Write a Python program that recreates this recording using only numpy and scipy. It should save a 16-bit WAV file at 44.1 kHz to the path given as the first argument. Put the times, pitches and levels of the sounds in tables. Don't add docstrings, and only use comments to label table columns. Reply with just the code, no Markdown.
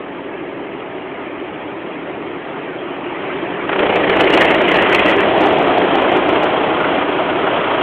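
import sys
import numpy as np
from scipy import signal
from scipy.io import wavfile
from scipy.ndimage import uniform_filter1d

SR = 44100
rng = np.random.default_rng(int(sys.argv[2]) if len(sys.argv) > 2 else 0)


def put_to_file(sound):
    columns = np.atleast_2d(sound).T
    safe = np.clip(columns, -1, 1)
    whole_steps = np.round(safe * 32767)
    wavfile.write(sys.argv[1], SR, whole_steps.astype(np.int16))


N = 344862
LANDS_S = 3.67

ROWS_PER_S, BEAT_LEAD_ROWS = 29.2, 0.16
SLOWS_S, SLOWER_ROWS_PER_S = 6.63, 0.4
TIMING_SPREAD_ROWS, STRENGTH_SPREAD_DB = .1, 1.83


def row_beat():
    t = np.arange(N) / SR
    early, strong = rng.standard_normal((400, 2)).T
    turn = ROWS_PER_S * t + BEAT_LEAD_ROWS - SLOWER_ROWS_PER_S * np.maximum(t - SLOWS_S, 0)
    turn += TIMING_SPREAD_ROWS * np.interp(turn, np.arange(400), early)
    row = np.floor(turn + .5).astype(int)
    strength_db = STRENGTH_SPREAD_DB * uniform_filter1d(strong[row], size=200)
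    return turn, strength_db


# (f/Hz, level/dB)
BOOM = [(25, -50), (60, -19.5), (140, -18), (190, -8.5), (225, -12), (300, -2.5), (400, 0.5), (480, -6),
        (700, -24)]
EDGE = [(300, -29.5), (460, -5.5), (520, -1), (590, -2), (700, -13.5), (1000, -35)]
PANE = [(350, -37.5), (560, -8), (635, 0.5), (700, -2.5), (760, -1.5), (900, -8.5), (1300, -20.5)]
SWISH = [(500, -25), (900, 0.5), (1100, -1.5), (1400, -1.5), (1900, -12), (3300, -9.5), (5000, -17.5)]
SCRUB = [(1000, -36), (1500, -5.5), (1950, 3), (2500, -1), (3000, -5), (3300, -11), (5000, -9)]
# (level at the climb/dB, drift before/dB per s, step over it/dB, drift after/dB per s, pressure share 0-1)
LAYERS = [(-15, 0.05, 0.26, -0.9, 1), (-24.5, -4.5, -1.5, 1.26, 0.8), (-17.5, -1, 5, -1.07, 0.97),
          (-17.5, 2.3, -3, 2, 0.74), (-12.5, 2, -9.5, -3, 1)]
# (share of the beat 0-1, patchiness/dB, flicker/dB)
MOTION = [(0.145, 0.935, -0.74), (0.391, 1.194, 1.1), (0.508, 1.497, 0.4), (.6, 2.2, 0.2),
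          (0.898, 3.202, 1.5)]
# (t/s, level/dB before each layer's share, extra scrub level/dB)
PRESSURE = [(3.67, -17, 1), (3.78, -7.5, -0.5), (3.9, -4, 0), (4.05, -2, -0.5), (4.2, -1, 0),
            (4.4, 0.5, 0.5), (4.6, -0.5, -0.2), (4.8, -1.1, 2.5), (5.0, -0.8, 0.3), (5.2, -0.6, -0.5),
            (5.55, -0.5, -3.4), (5.9, -1.5, -1), (6.3, -2.5, 1), (6.45, -3.5, -1), (6.9, -4.5, 1),
            (7.15, -6.5, 1.5), (7.6, -6, -2), (7.82, -4.5, .1)]
LAND_RAMP_S = .006
CLIMB_S, CLIMB_TAKES_S = 5.26, 0.096
BEAT_DEPTH, LANDING_DEPTH, SETTLE_S, BLUR_S = 0.41, .55, 0.26, 0.27


def brush():
    t = np.arange(N) / SR
    since = t - CLIMB_S
    climbed = ramp(CLIMB_S - CLIMB_TAKES_S / 2, CLIMB_TAKES_S)
    depth = BEAT_DEPTH * (1 - np.exp(-(since / BLUR_S) ** 2))
    depth += LANDING_DEPTH * np.exp(-abs(t - LANDS_S) / SETTLE_S)
    turn, strength_db = row_beat()
    pressure_db, scrub_db = columns(PRESSURE)
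    out = np.zeros(N)
    for balance, colour, motion in zip(LAYERS, (BOOM, EDGE, PANE, SWISH, SCRUB), MOTION):
        db, before_db, step_db, after_db, follow = balance
        share, patchy_db, flicker_db = motion
        drift_db = np.where(since < 0, before_db, after_db) * since
        level_db = db + drift_db + step_db * climbed + follow * pressure_db
        if colour is SCRUB:
            level_db = level_db + scrub_db
        beat = np.clip(1 + share * depth * np.cos(2 * np.pi * turn), .05, 2)
        beat *= gain_of(share * strength_db)
        drumming = beat * patter(patchy_db, flicker_db, 1500, -16.5)
        out += gain_of(level_db) * evened(coloured(drumming, colour))
    return ramp(LANDS_S, LAND_RAMP_S) * out


# (t/s, thud level/dB, thud f/Hz, crack level against the thud/dB, crack f/Hz)
SLAPS = [(3.691, -7, 681, -2.5, 1646), (3.728, -3.5, 990, -12, 1850), (3.758, -4.5, 595, -18, 1630),
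         (3.789, -4, 400, -3, 2180), (3.802, -2, 414, -17, 1880), (3.829, -3.5, 550, -13, 1600),
         (3.863, -5, 470, -7.5, 2870), (3.894, -3, 480, -12, 2200), (3.921, -4.5, 636, -22, 2640),
         (4.093, -2, 432, -10, 1700), (4.205, -0.5, 537, -6.5, 2630), (4.372, 0, 704, -4.5, 2210),
         (4.637, -8, 412, -6, 2260), (4.946, -4, 660, 4, 2390), (5.391, -15, 610, -16, 1950),
         (5.696, -9, 630, -21, 1760), (5.984, -8.5, 633, -2, 1770), (6.84, -19, 431, -15, 1630)]
SLAP_T60_S, SLAP_RISE_S = 0.036, 0.0024


def slap_band(noise, hz):
    points = [(hz / 6, -24.), (hz / 1.2, -7.), (hz, 0), (hz * 1.36, -7.), (hz * 6, -24.)]
    return evened(coloured(noise, points))


def slaps():
    out, t = np.zeros(N), np.arange(3000) / SR
    noises = rng.standard_normal((len(SLAPS), 2, len(t)))
    rise = 1 - np.exp(-t / SLAP_RISE_S)
    for (s, db, thud_hz, crack_db, crack_hz), (thud_noise, crack_noise) in zip(SLAPS, noises):
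        thud, crack = slap_band(thud_noise, thud_hz), slap_band(crack_noise, crack_hz)
        shape = gain_of(db - 60 * t / SLAP_T60_S) * rise
        add(out, s, shape * (thud + gain_of(crack_db) * crack))
    return out


# (f/Hz, level/dB)
WASH_COLOUR = [(25, -35.5), (59, -24.5), (108, -19), (176, -10.5), (235, -12), (283, -2), (340, -1),
               (400, -1), (463, -7.5), (620, -7), (1100, -12), (1230, -11.5), (1450, -16.5), (1870, -14),
               (2500, -17), (3300, -23), (5000, -24)]
SPRAY_DB, SPRAY_CREEP_DB_PER_S, FIZZ_DB, FIZZ_CREEP_DB_PER_S = -25, 0.2367, -3., 0.78
NEAR_FROM_S, NEAR_DB = 2.83, 4
SWELL_S, SWELL_WIDTH_S, SWELL_DB = 3.3, .17, 2


def wash():
    t = np.minimum(np.arange(N) / SR, LANDS_S)
    near = ramp(NEAR_FROM_S, LANDS_S - NEAR_FROM_S)
    level_db = SPRAY_DB + SPRAY_CREEP_DB_PER_S * t + NEAR_DB * near
    swell_db = SWELL_DB * np.exp(-((t - SWELL_S) / SWELL_WIDTH_S) ** 2)
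    fizz_db = FIZZ_DB + FIZZ_CREEP_DB_PER_S * t + swell_db
    low, high = (signal.butter(2, 700., kind, fs=SR) for kind in ("low", "high"))
    roar = signal.lfilter(*low, patter(.8, 0.18, 900, -13.5))
    fizz = signal.lfilter(*high, patter(3.13, 0.23, 900, -7.5))
    return gain_of(level_db) * evened(coloured(roar + gain_of(fizz_db) * fizz, WASH_COLOUR))


def patter(patchy_db, flicker_db, drops_per_s, drop_db):
    frames = N // 128 + 5
    real, imag, patches = rng.standard_normal((frames, 257, 3)).T
    patches = uniform_filter1d(patches, size=2, axis=0)
    patches = evened(uniform_filter1d(patches, size=12, axis=1))
    flicker = evened(uniform_filter1d(rng.standard_normal(frames), size=5))
    spectrum = (real + 1j * imag) * gain_of(patchy_db * patches + flicker_db * flicker)
    hiss = evened(signal.istft(spectrum, nperseg=512, noverlap=384)[1][:N])
    chance, size, sign = rng.random((N, 3)).T
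    heights = gain_of(-4. * np.log(size + 0.0096))
    drops = (chance < drops_per_s / SR) * heights * np.sign(sign - .5)
    return hiss + gain_of(drop_db) * evened(drops)


def gain_of(db):
    return 10 ** (np.asarray(db) / 20)


def evened(x):
    return x / np.sqrt(np.mean(x ** 2) + 1e-20)


def columns(rows):
    s, *values = np.transpose(rows)
    return [np.interp(np.arange(N) / SR, s, v) for v in values]


def ramp(start_s, takes_s):
    return np.clip((np.arange(N) / SR - start_s) / takes_s, 0, 1)


def add(mix, s, sound):
    part = mix[round(s * SR):][:len(sound)]
    part += sound[:len(part)]


def coloured(x, points):
    hz, db = np.transpose(points)
    grid = abs(np.fft.fftfreq(8192, 1 / SR))
    log_gain = np.log(gain_of(np.interp(np.log(grid + 1), np.log(hz), db)))
    response = np.exp(np.conj(signal.hilbert(log_gain)))
    taps = np.fft.ifft(response).real[:4096]
    return signal.oaconvolve(x, taps)[:len(x)]


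def scene():
    return (brush() + slaps() + wash())[None]


# (f/Hz, level/dB)
MICROPHONE = [(20, 1.5), (3250, -0.5), (3500, -9.5), (4000, -21), (4350, -34), (4600, -68.5), (5000, -100)]
CONVERTER_LIMIT, CONVERTER_HZ = 0.764, 4450
CLIP_LEVEL, EDGE_HZ = .71, 15900


def lowpass(x, taps, hz):
    return signal.oaconvolve(x, signal.firwin(taps, hz, window=("kaiser", 9), fs=SR), "same")


def record(dry):
    heard = coloured(dry[0], MICROPHONE)
    saturated = np.clip(heard, -CONVERTER_LIMIT, CONVERTER_LIMIT)
    smooth = lowpass(saturated, 801, CONVERTER_HZ)
    clipped = np.clip(smooth, -CLIP_LEVEL, CLIP_LEVEL)
    return lowpass(clipped, 511, EDGE_HZ)[None]


dry = scene()
out = record(dry)
put_to_file(out)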